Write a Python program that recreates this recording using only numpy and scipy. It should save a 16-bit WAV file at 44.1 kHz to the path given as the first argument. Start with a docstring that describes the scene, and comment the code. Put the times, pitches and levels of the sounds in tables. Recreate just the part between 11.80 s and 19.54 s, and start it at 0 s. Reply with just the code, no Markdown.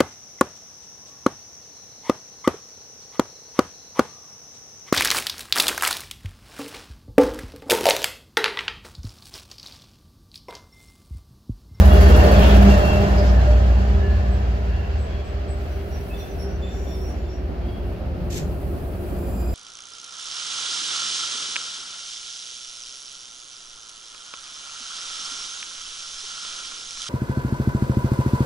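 """Station platform, two microphones: a diesel locomotive passes close on the right and draws away. Beating
crank orders make its exhaust throb; blurred blade-pass tones are its fans, pulsed noise its spitting valve.
Coaches roll slowly after it: coloured noise rumbles and hisses, frayed notes are flanges chirping on the
curved rail and brakes ringing, and compressed air leaks and lets off one short puff."""
import sys
import numpy as np
from scipy import signal
from scipy.fft import rfft, irfft
from scipy.io import wavfile
from scipy.ndimage import uniform_filter1d, minimum_filter1d

SR = 44100
rng = np.random.default_rng(int(sys.argv[2]) if len(sys.argv) > 2 else 0)


def store_pcm(level_fs):
    """Save levels as 16-bit WAV."""
    pcm = np.round(np.clip(level_fs, -1, 1) * 32767).astype(np.int16)
    wavfile.write(sys.argv[1], SR, np.atleast_2d(pcm).T)


N = 341334
TIME = np.arange(N) / SR
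BINS = np.fft.rfftfreq(N, 1 / SR)
SPEED_M_PER_S, SOUND_M_PER_S = 5, 343
BOOM_ORDER, BEAT_ORDER = 12, 15  # multiples of the crank rate
# one easing of the throttle: crank turns a second before and after, and when the drop starts and ends
CRANK_HZ, THROTTLE_BACK_S = (5.092, 4.758), (2.268, 4.577)

# exhaust's two strong orders, before trims: time_s, boom_level_db, beat_level_db
EXHAUST_LEVELS = [(0.05, -9, -10), (0.33, -8.5, -12), (0.39, -12, -15.5), (0.57, -14, -15),
                  (0.7, -9.5, -16), (0.87, -8.5, -40), (0.92, -9.5, -26), (0.97, -15.5, -21),
                  (1.23, -24, -23), (1.4, -13, -22), (1.8, -12, -29.5), (2.26, -19, -19),
                  (2.84, -20.5, -29.5), (3.24, -34, -21.5), (3.3, -31, -29), (3.9, -33, -28),
                  (4.55, -36.5, -39), (4.61, -32.5, -28), (5.64, -29, -32), (7.26, -44, -30.5),
                  (7.62, -24, -32)]
# uneven cylinders, relative to the growl: crank_multiple, level_db
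GROWL_ORDERS = [(6, -20), (9, -25), (11, 4.5), (13, -3), (14, -8.5), (16, -2.5), (17, -9), (18, -7.5),
                (19, -1.5), (20, -14), (21, -10.5), (22, -8.5), (23, -10.5), (28, -12.5)]
GROWL_LOADED_DB, GROWL_IDLE_DB = -28, -41.5
GROWL_SWELL_S, GROWL_SWELL_HALF_S, GROWL_SWELL_DB = 6.3, 0.79, 5


def exhaust(waver=0.61, lag_s=0.00047, boom_db=1.5, beat_db=1.0):
    """Two crank orders beat into a throb; uneven cylinders add a growl that eases with the throttle."""
    turns = crank_turns()
    boom = np.cos(2 * np.pi * BOOM_ORDER * turns) * gain_of(curve(EXHAUST_LEVELS) + boom_db)
    beat = np.cos(2 * np.pi * BEAT_ORDER * turns) * gain_of(curve(EXHAUST_LEVELS, column=2) + beat_db)
    pipe = boom + beat
    growl = gain_of(np.interp(TIME, THROTTLE_BACK_S, (GROWL_LOADED_DB, GROWL_IDLE_DB)))
    # the growl swells once more, late
    swell = np.exp(-((TIME - GROWL_SWELL_S) / GROWL_SWELL_HALF_S) ** 2)
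    growl = growl * gain_of(GROWL_SWELL_DB * swell)
    for order, db in GROWL_ORDERS:
        firing = np.exp(2j * np.pi * (order * turns + rng.random()))
        unsteady = np.exp(1j * waver * wander(1.9).real)
        pipe += gain_of(db) * growl * (firing * unsteady).real
    left = np.interp(TIME - lag_s, TIME, pipe) * gain_of(-2.5)
    right = pipe * gain_of(-2.23)
    return np.sqrt(2) * np.array([left, right])


def crank_turns():
    """Angle of the crankshaft, in turns."""
    return np.cumsum(np.interp(TIME, THROTTLE_BACK_S, CRANK_HZ)) / SR - .032


# likeness of the two microphones for locomotive noise: pitch_hz, likeness (0-1)
LOCO_LIKENESS = [(50, 0.92), (130, 0.95), (260, 1), (550, 0.89), (1100, 0.3), (2500, 0.47), (6000, 0.13),
                 (12000, 1)]
# noise colours, shape only: pitch_hz, level_db (per Hz)
ROAR_COLOUR = [(18, -12), (40, -7.5), (75, 9), (120, -0.5), (190, 1), (270, -6.5), (350, -4.5), (500, -6.5),
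               (680, -0.5), (850, -11), (1200, -25), (2500, -55.5)]
MACHINERY_COLOUR = [(500, -1.5), (1000, -2.5), (1400, -2), (1800, -4), (2150, -18), (3000, -50),
                    (6000, -68)]
TREBLE_COLOUR = [(1200, -1), (2200, 5.5), (2900, 1.5), (3600, -2), (5000, -2), (7500, -9.5), (11000, -53),
                 (16000, -48)]
GRILLE_COLOUR = [(200, -29), (330, -1.5), (480, 4.5), (600, -1), (740, -0.5), (950, -21), (2000, -37),
                 (5000, -52)]


def locomotive(chuff=0.31):
    """Roar pulsing with the firing, a rush from the side grilles, and machinery hiss loudest side-on."""
    firing = np.cos(2 * np.pi * BOOM_ORDER * crank_turns())
    roar = noise(ROAR_COLOUR, LOCO_LIKENESS, lag_ms=0.46) * (1 + chuff * firing)
    roar *= passing(abreast_s=0.58, gap_m=3, db=-16, fall_db=30)
    whirr = noise(MACHINERY_COLOUR, LOCO_LIKENESS, lag_ms=0.36)
    whirr *= passing(abreast_s=0.5043, gap_m=3, db=-23.5, fall_db=31.5)
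    treble = noise(TREBLE_COLOUR, LOCO_LIKENESS, lag_ms=0.264) * treble_passing()
    treble *= gain_of(1.7 * wander(15).real)
    grilles = noise(GRILLE_COLOUR, LOCO_LIKENESS, lag_ms=0.15)
    grilles *= passing(abreast_s=0.45, gap_m=0.7, db=-21.5, fall_db=55)
    return roar + bounced(grilles + whirr, abreast_s=.75, gap_m=3.2, delay_ms=7.5, strength=.5) + treble


def treble_passing():
    """Gain of the locomotive's treble sources as they roll by."""
    return passing(abreast_s=.5, gap_m=3.5, db=-31, fall_db=34)


def bounced(x, abreast_s, gap_m, delay_ms, strength):
    """Adds the platform's reflection; its delay is longest when abreast, so a comb sweeps the noise."""
    distance = np.hypot(gap_m, SPEED_M_PER_S * (TIME - abreast_s))
    delay_s = delay_ms / 1000 * gap_m / distance
    echo = np.array([np.interp(TIME - delay_s, TIME, side) for side in x])
    return (x + strength * echo) / np.hypot(1, strength)


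# fans' lowest partial: time_s, level_db
DRONE_LEVELS = [(0, -17.5), (.12, -24), (.25, -25.5), (.45, -23), (.63, -20.5), (.9, -15.5), (1.02, -34),
                (1.2, -27.5), (1.33, -25.5), (1.5, -27), (1.68, -38), (2.0, -32), (2.25, -31), (2.5, -38.5),
                (3.4, -45)]
# second partial: time_s, level_db
SECOND_LEVELS = [(0, -40), (.1, -26.5), (.23, -21), (.3, -33), (.55, -30), (.7, -27.5), (.88, -26),
                 (.95, -45), (1.11, -29), (1.17, -43), (1.24, -22), (1.29, -44), (1.38, -27.5), (1.55, -47),
                 (2.0, -38.5), (2.28, -37.5), (2.45, -46), (4.4, -43), (5.6, -47.5), (7.7, -47)]
# third partial, coming in pulses, before its trim: time_s, level_db
THIRD_LEVELS = [(0.0, -41), (0.03, -36), (0.17, -18.5), (0.24, -22), (0.26, -41), (0.3, -26.5),
                (0.64, -25.5), (0.74, -35), (0.96, -26.5), (1.24, -25.5), (1.31, -38), (1.4, -23.5),
                (1.5, -34.5), (1.55, -26), (1.6, -49), (1.69, -22.5), (1.85, -39.5), (2.59, -41),
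                (2.63, -63), (2.71, -43), (2.92, -49), (3.6, -46), (5.3, -54.5), (6.8, -48.5)]
# weaker partials, relative to one another: blade_multiple, level_db, width_hz
WEAK_PARTIALS = [(4, -16, 56), (5, -22, 34), (7, -28.5, 35)]
BLADE_HZ, FAN_ABREAST_S, FAN_GAP_M = 201.7, 0.5, 5
# the first coach screens the roof fans
SCREENED_S, SCREENED_OVERTONE_DB, DRONE_GONE_S = 2, -0.5, 4.03


def fans(waver=0.00415, third_db=-1):
    """Blade-pass tones of the cooling fans, blurred by turbulence and sinking in pitch as they pass."""
    hz = BLADE_HZ * doppler(FAN_ABREAST_S, FAN_GAP_M) * (1 + waver * wander(4.08).real)
    drone = tone(hz, 9, clean=.95, lag_ms=0.18, spread=0.2) * gain_of(curve(DRONE_LEVELS))
    drone *= eased(0.98, 0, DRONE_GONE_S, span_s=0.2)
    second = tone(2 * hz, 21, clean=0.856, lag_ms=0.22, spread=0.24) * gain_of(curve(SECOND_LEVELS))
    third = tone(3 * hz, 26, clean=0.94, lag_ms=0.06, spread=0.15)
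    third *= gain_of(curve(THIRD_LEVELS) + third_db)
    weak = np.zeros((2, N))
    for multiple, db, width_hz in WEAK_PARTIALS:
        weak += gain_of(db) * tone(multiple * hz, width_hz, clean=0.92, lag_ms=0.14, spread=0.16)
    weak *= passing(FAN_ABREAST_S, FAN_GAP_M, db=-23.5, fall_db=34)
    screened = gain_of(eased(0, SCREENED_OVERTONE_DB, SCREENED_S, span_s=1.0))
    return drone + second + third + weak * screened


def clatter(db=3, t60_s=0.14, low_hz=1600, high_hz=4000, count=420):
    """Loose truck fittings jingle: small metal rings at random over 3 s, fading with the machinery."""
    t = np.arange(SR // 5) / SR
    envelope = (1 - np.exp(-t / .004)) * gain_of(-60 * t / t60_s)
    out = np.zeros((2, N + len(t)))
    for when, pitch, size, side, turn in rng.random((count, 5)):
        hz = low_hz * (high_hz / low_hz) ** pitch
        ping = np.sin(2 * np.pi * (hz * t + np.array([[turn], [0]]))) * envelope
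        at = int(when * 3 * SR)
        out[:, at:at + len(t)] += size ** 2 * np.sqrt([[side], [1 - side]]) * ping
    return out[:, :N] * gain_of(db) * treble_passing()


# colour of air through a small gap, for spits and leaks, shape only: pitch_hz, level_db (per Hz)
AIR_COLOUR = [(2000, -25), (5000, -12), (8500, -5), (11500, 0), (15500, 0)]
# the valve drops out of sight behind the locomotive's end
VALVE_HIDDEN_S, VALVE_HIDDEN_DB = 1.32, -13.5


def spitter(decay_s=0.05, rest=0.2):
    """An air valve snaps open about thirteen times a second; each spit fades until the next."""
    age = (TIME - .052) % .077
    sharp = eased(1, .25, VALVE_HIDDEN_S, span_s=0.2)  # once hidden, echoes smear the spits
    pulses = evened(rest + np.exp(-age / decay_s))
    spits = (1 - sharp + sharp * pulses) * gain_of(0.94 * wander(90).real)
    hidden = gain_of(eased(0, VALVE_HIDDEN_DB, VALVE_HIDDEN_S, span_s=0.19))
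    hiss = noise(AIR_COLOUR, LOCO_LIKENESS, lag_ms=0.1765)
    return hiss * spits * passing(abreast_s=0, gap_m=5, db=-39, fall_db=24.5) * hidden


# wheel modes, relative to one another: pitch_hz, level_db, width_hz
WHEEL_PARTIALS = [(1720, -9, 90), (2690, -3.5, 35), (2787, -3, 57), (3035, -6.5, 60), (3170, -10.5, 60),
                  (3310, -6, 38), (4090, -12.5, 80), (4450, -7, 54)]
# grinding of the locomotive's rear truck, shape only: pitch_hz, level_db (per Hz)
GRIND_COLOUR = [(1800, -23), (2450, 2.5), (3100, -1), (3700, -4), (4400, -16), (7000, -27)]
NOTE_WAVER_HZ = 22  # pitch waver of rubbed and ringing notes


def ringing(patchy_db=5.0):
    """Rough rail and brake shoes keep wheel modes ringing on and off; the rear truck grinds past."""
    modes = np.zeros((2, N))
    for hz, db, width_hz in WHEEL_PARTIALS:
        pitch_hz = hz + NOTE_WAVER_HZ * wander(3).real
        mode = tone(pitch_hz, width_hz, clean=0.08, lag_ms=0.064, spread=1.0)
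        modes += gain_of(db) * mode * evened(gain_of(patchy_db * wander(5.8).real))
    modes *= passing(abreast_s=.55, gap_m=2.0, db=-39, fall_db=24)
    grind = noise(GRIND_COLOUR, LOCO_LIKENESS, lag_ms=0.06) * evened(gain_of(3 * wander(40).real))
    return modes + grind * passing(abreast_s=.66, gap_m=.9, db=-32, fall_db=45)


# likeness of the two microphones for coach noise: pitch_hz, likeness (0-1)
COACH_LIKENESS = [(50, 0.79), (130, 0.71), (260, 0.96), (550, 0.57), (1100, 0.19), (2500, 0.27),
                  (6000, 0.079), (12000, 0.17)]
# noise colours, shape only: pitch_hz, level_db (per Hz)
RUMBLE_COLOUR = [(18, -2), (40, 3), (80, 9.5), (125, 1.5), (180, 2.5), (260, -1), (370, -1.5), (480, -5.5),
                 (700, -5), (900, -16), (1400, -20), (3000, -60)]
WHEEL_HISS_COLOUR = [(500, -24), (1000, -5), (1550, 4.5), (2050, 1.5), (2600, 1), (3500, -5.5), (4600, -6),
                     (6000, -14.5), (8000, -31), (16000, -53)]
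BOOM_COLOUR = [(70, -25), (125, 0), (175, 0), (230, -14.5), (400, -12), (700, -31), (1500, -58)]
# ventilation hum, relative to one another: pitch_hz, level_db, width_hz
HUM_PARTIALS = [(181, -1, 5), (356, -13.5, 6), (535, -10, 7.3)]
# coach ventilators going by: abreast_s, gap_m, level_db (when abreast)
VENTILATOR_PASSES = [(4.8, 1.43, -39), (6.45, 2.4, -39), (7.68, 2, -41)]
RUMBLE_DB, RUMBLE_DB_PER_S = -43.5, 1.82
HISS_EARLY_DB, HISS_LATE_DB, HISS_SETTLES_S = -45.5, -51.5, 3.7
WHINE_FAST_HZ, WHINE_SLOW_HZ, SLOWING_MID_S = 394, 355, 5.2
WHINE_DB, WHINE_ARRIVES_S = -41.5, 4.0


def coaches():
    """Wheels rumble and hiss on the rail, trucks boom by, ventilation hums and the running gear whines."""
    rumble_db = RUMBLE_DB + RUMBLE_DB_PER_S * TIME + 1.65 * wander(11).real
    rumble = noise(RUMBLE_COLOUR, COACH_LIKENESS, lag_ms=0.1) * gain_of(rumble_db)
    hiss_db = eased(HISS_EARLY_DB, HISS_LATE_DB, HISS_SETTLES_S, span_s=0.98) + 1.1 * wander(10).real
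    hiss = noise(WHEEL_HISS_COLOUR, COACH_LIKENESS, lag_ms=-0.021) * gain_of(hiss_db)
    hum = np.zeros((2, N))
    for hz, db, width_hz in HUM_PARTIALS:
        pitch_hz = hz * (1 + 0.01176 * wander(1.48).real)
        hum += gain_of(db) * tone(pitch_hz, width_hz, clean=0.68, lag_ms=0.15, spread=0.11)
    hum *= sum(passing(*row, fall_db=45.0) for row in VENTILATOR_PASSES)
    # the running gear whines lower as the train slows
    whine_hz = eased(WHINE_FAST_HZ, WHINE_SLOW_HZ, SLOWING_MID_S, span_s=.3)
    whine = tone(whine_hz, width_hz=10, clean=.88, lag_ms=0.3, spread=0.24)
    whine *= eased(0, gain_of(WHINE_DB), WHINE_ARRIVES_S, span_s=0.36)
    boom = noise(BOOM_COLOUR, COACH_LIKENESS, lag_ms=0.1)
    boom *= passing(abreast_s=6.6, gap_m=1.5, db=-32.5, fall_db=48)
    return rumble + boom + hiss + hum + whine


# flange chirps, levels before swell and echoes: start_s, length_s, pitch_hz, glide_hz, level_db, width_hz
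FLANGE_CHIRPS = [(1.365, 0.037, 4890, 147, -38.5, 700), (1.46, .04, 5230, 0, -43, 900),
                 (2.505, 0.042, 7900, 0, -59, 100), (3.178, 0.075, 7880, 58, -59, 160),
                 (3.435, .07, 7820, 0, -63, 140), (3.679, 0.045, 7940, 59, -51, 120),
                 (3.896, .09, 5840, 130, -62, 90), (4.106, 0.084, 5690, 106, -52, 130),
                 (4.368, 0.073, 5790, -170, -52, 100), (4.47, 0.056, 5930, -92, -55, 80),
                 (4.581, .085, 5530, -130, -47.5, 110), (4.591, 0.047, 10980, -200, -55, 250),
                 (4.66, 0.1, 5760, 280, -56.5, 100), (4.81, .3, 7120, -200, -60, 350),
                 (5.1, .45, 7050, 0, -68, 160), (4.89, 0.16, 5720, 140, -54.5, 100),
                 (5.05, 0.14, 5570, -260, -51.5, 100), (5.135, 0.045, 9350, -250, -59, 220),
                 (5.19, .14, 5620, 158, -50.5, 110), (5.27, 0.036, 9600, 0, -61, 180),
                 (5.481, 0.077, 5570, 70, -53.5, 120)]


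def flanges():
    """Flanges rub the curved rail in short, frayed chirps that rise, fall or hold."""
    out = np.zeros((2, N))
    for row in FLANGE_CHIRPS:
        add(out, *sing(*row, attack_s=.012, release_s=.027, spread=2))
    return out


# wheels and shoes ringing, levels before swell and echoes: start_s, length_s, pitch_hz, level_db, width_hz
SHOE_RINGS = [(.11, 0.047, 2830, -34, 35), (0.093, .08, 3380, -41, 40), (.18, 0.11, 4520, -44, 16),
              (.315, .04, 2810, -35.5, 35), (0.39, 0.056, 1800, -37, 130), (.6, 0.046, 3160, -45, 50),
              (0.695, 0.04, 3330, -44, 40), (0.889, 0.035, 2720, -33, 25), (1.005, .175, 2713, -36, 3),
              (1.28, .04, 2690, -43, 20), (1.5, .13, 1715, -44, 80), (1.575, .04, 4070, -52, 50),
              (2.19, .17, 1706, -43.5, 55), (2.37, .14, 1700, -50, 70), (2.2, .1, 2840, -52, 70),
              (2.26, .1, 4110, -60, 90), (2.88, .17, 1715, -50, 80), (2.88, .2, 2770, -52, 130),
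              (3.26, .17, 3300, -57, 150), (3.38, .08, 2400, -56, 70), (4.296, 0.05, 2600, -46.5, 41),
              (4.33, 0.045, 3530, -50, 50), (4.385, 0.05, 3530, -48.5, 60), (4.392, .06, 2590, -56, 60),
              (4.385, .035, 4095, -55, 80), (4.62, .17, 1480, -54, 160), (4.815, 0.04, 3515, -46, 70),
              (4.82, .08, 2530, -55.5, 160), (4.86, .08, 3545, -52, 110), (5.06, .11, 3535, -54, 60),
              (5.445, .05, 3510, -60, 70), (5.82, 0.19, 3275, -57.5, 50), (5.87, .04, 4640, -62, 100)]
# brake song, levels before echoes: note_multiple, level_db, width_hz
SONG_PARTIALS = [(1, -58, 80), (2, -57.5, 70), (3, -55, 110)]
BRAKES_ON_S, BRAKES_SWELL_S = 7.48, .11
BRAKE_LOW_HZ, BRAKE_HIGH_HZ = 2425, 2467  # the note creeps up as the shoes bite


def brakes():
    """Wheels and shoes catch and ring briefly; at the end they begin to sing an uneven, rising note."""
    note_hz = eased(BRAKE_LOW_HZ, BRAKE_HIGH_HZ, BRAKES_ON_S, BRAKES_SWELL_S) + 8 * wander(20).real
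    song = np.zeros((2, N))
    for multiple, db, width_hz in SONG_PARTIALS:
        song += gain_of(db) * tone(multiple * note_hz, width_hz, clean=0.56, lag_ms=0.02, spread=.3)
    out = song * eased(0, 0.99, BRAKES_ON_S, BRAKES_SWELL_S)
    for start_s, length_s, hz, db, width_hz in SHOE_RINGS:
        add(out, *sing(start_s, length_s, hz, 0, db, width_hz, attack_s=.008, release_s=.035, spread=.8))
    return out


def sing(start_s, length_s, hz, glide_hz, db, width_hz, attack_s, release_s, spread):
    """One stick-slip note that swells, glides, wavers and frays; returns its start and its sound."""
    t = np.arange(2 ** 15) / SR
    shared = rng.standard_normal((2, 1, len(t)))
    apart = rng.standard_normal((2, 2, len(t)))  # unlike at the two microphones
    a, b = shared + spread * apart
    narrowing = 1 + (np.fft.fftfreq(len(t), 1 / SR) / (.6 * width_hz)) ** 2
    blur = np.fft.ifft((a + 1j * b) / narrowing)
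    along = np.minimum(t / length_s, 1)
    waver = evened(uniform_filter1d(rng.standard_normal(len(t)), size=SR // 35))
    pitch_hz = hz + glide_hz * (along - .5) + min(NOTE_WAVER_HZ, width_hz) * waver
    # the square root evens out the blur's own fading
    note = (blur / np.sqrt(abs(blur)) * np.exp(2j * np.pi * np.cumsum(pitch_hz) / SR)).real
    note = note / note[:, :round(length_s * SR)].std()
    swell = 1 + .4 * (np.sin(np.pi * along) - 2 / np.pi)
    return start_s, gain_of(db) * note * swell * burst(t, length_s, attack_s, release_s)


def roof(x, t60_s=0.63, wet_db=-11):
    """Scattered echoes between the canopy and the side of the train."""
    t = np.arange(SR // 2) / SR
    tail = rng.standard_normal((2, len(t))) * gain_of(-60 * t / t60_s) * (t > .012)
    echoes = signal.fftconvolve(x, tail / np.linalg.norm(tail[0]), axes=1)[:, :N]
    return x + gain_of(wet_db) * echoes


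# leaking air lines, level each swells towards: start_s, length_s, level_db
AIR_LEAKS = [(3.7, 4, -66.5), (3.71, 0.89, -55), (4.154, 0.25, -52.5), (4.855, .4, -54.5),
             (5.808, 0.094, -55), (6.0, 0.065, -52), (6.318, 1.5, -57), (6.6, 1.2, -52), (7.2, .6, -50)]
# colour of the brake valve's puff, shape only: pitch_hz, level_db (per Hz)
PUFF_COLOUR = [(800, -38), (1800, 3.5), (3500, 4.5), (5000, 3), (7300, 8), (9500, -13), (12000, 1),
               (15500, -39)]
SEEP_DB = -74  # steady leak under the others
PUFF_START_S, PUFF_LENGTH_S, PUFF_DB, PUFF_SWELL_DB_PER_S = 6.497, 0.083, -32.5, 100


def air():
    """Thin hiss of leaking air lines, and one puff from a brake valve that opens ever wider, then shuts."""
    power = gain_of(SEEP_DB) ** 2
    for start_s, length_s, db in AIR_LEAKS:
        power = power + (gain_of(db) * burst(TIME - start_s, length_s, attack_s=0.12, release_s=0.1)) ** 2
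    leak = noise(AIR_COLOUR, COACH_LIKENESS, lag_ms=0.025) * np.sqrt(power)
    leak *= gain_of(1.3 * wander(25).real)
    age = TIME - PUFF_START_S
    valve = burst(age, PUFF_LENGTH_S, attack_s=.008, release_s=.018)
    opening_db = PUFF_SWELL_DB_PER_S * np.clip(age - PUFF_LENGTH_S, -PUFF_LENGTH_S, 0)
    sputter_db = 2.8 * wander(90).real
    puff = noise(PUFF_COLOUR, COACH_LIKENESS, lag_ms=0.17) * valve
    puff *= gain_of(PUFF_DB + opening_db + sputter_db)
    return leak + roof(puff, t60_s=0.35, wet_db=-11.5)


def passing(abreast_s, gap_m, db, fall_db):
    """Gain of a source rolling by: db when abreast, losing fall_db per tenfold distance."""
    distance = np.hypot(gap_m, SPEED_M_PER_S * (TIME - abreast_s))
    return gain_of(db - fall_db * np.log10(distance / abs(gap_m)))


def doppler(abreast_s, gap_m):
    """Pitch factor of a source that rolls by."""
    along_m = SPEED_M_PER_S * (TIME - abreast_s)
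    return 1 - SPEED_M_PER_S / SOUND_M_PER_S * along_m / np.hypot(gap_m, along_m)


def noise(spectrum, likeness, lag_ms):
    """Coloured noise at two microphones, partly shared; the left one hears it lag_ms later."""
    a, b = rfft(rng.standard_normal((2, N)))
    same = np.clip(read(likeness), 0, 1)
    left = a * np.exp(-2j * np.pi * BINS * lag_ms / 1000)
    right = same * a + np.sqrt(1 - same ** 2) * b
    return evened(irfft(np.array([left, right]) * gain_of(read(spectrum)), N))


def tone(hz, width_hz, clean, lag_ms, spread):
    """A line on the pitch curve hz: a clean part plus scatter, partly unlike at each microphone."""
    clean = np.clip(clean, 0, 1)
    shared = clean + np.sqrt(1 - clean ** 2) * wander(width_hz / 2)
    apart = spread * wander(width_hz / 2)
    turns = np.cumsum(hz * np.ones(N)) / SR + rng.random()
    late = np.exp(-2j * np.pi * np.mean(hz) * lag_ms / 1000)
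    sides = np.array([(shared + apart) * late, shared - apart])
    return evened((sides * np.exp(2j * np.pi * turns)).real)


def wander(rate_hz):
    """Smooth complex chance of rms 1 that changes about rate_hz times a second."""
    hz = np.fft.fftfreq(8192, TIME[-1] / 8192)
    z = rng.standard_normal((2, len(hz)))
    slow = evened(np.fft.ifft((z[0] + 1j * z[1]) / (1 + (hz / rate_hz) ** 2)))
    return np.interp(TIME, np.linspace(0, TIME[-1], len(hz)), slow)


def eased(before, after, mid_s, span_s):
    """A smooth change from one value to another."""
    return before + (after - before) / (1 + np.exp((mid_s - TIME) / span_s))


def burst(age, length_s, attack_s, release_s):
    """Attack, hold and release."""
    attack = 1 - np.exp(-np.maximum(age, 0) / attack_s)
    return attack * np.exp(-np.maximum(age - length_s, 0) / release_s)


def add(mix, start_s, sound):
    """Mixes a sound in at its time."""
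    part = mix[:, max(round(start_s * SR), 0):][:, :sound.shape[1]]
    part += sound[:, :part.shape[1]]


def gain_of(db):
    """Decibels to amplitude."""
    return 10 ** (np.asarray(db) / 20)


def evened(x):
    """Scales to rms 1."""
    return x / np.sqrt(np.mean(abs(x) ** 2) + 1e-20)


def curve(rows, column=1):
    """One column of a time table at every sample."""
    rows = np.array(rows, float)
    return np.interp(TIME, rows[:, 0], rows[:, column])


def read(points):
    """A frequency table at every bin, on a log axis."""
    hz, value = np.transpose(points)
    return np.interp(np.log(BINS + 1), np.log(hz + 1), value)


def scene():
    """The whole train, heard from the platform."""
    body = locomotive() * gain_of([[-.5], [.5]])  # leans to the right
    engine = exhaust() + body + fans() + clatter() + spitter()
    return engine + ringing() + coaches() + roof(flanges() + brakes()) + air()


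def record(dry):
    """A quick limiter rides the loudest peaks; then a low-pass sets the band limit."""
    needed = np.minimum(.95 / (abs(dry).max(axis=0) + 1e-9), 1)
    gain = uniform_filter1d(minimum_filter1d(needed, size=400), size=400)
    lowpass = signal.firwin(511, 15800, window=("kaiser", 9), fs=SR)  # edge in Hz
    return signal.oaconvolve(dry * gain, lowpass[None], "same")


dry = scene()
out = record(dry)
store_pcm(out)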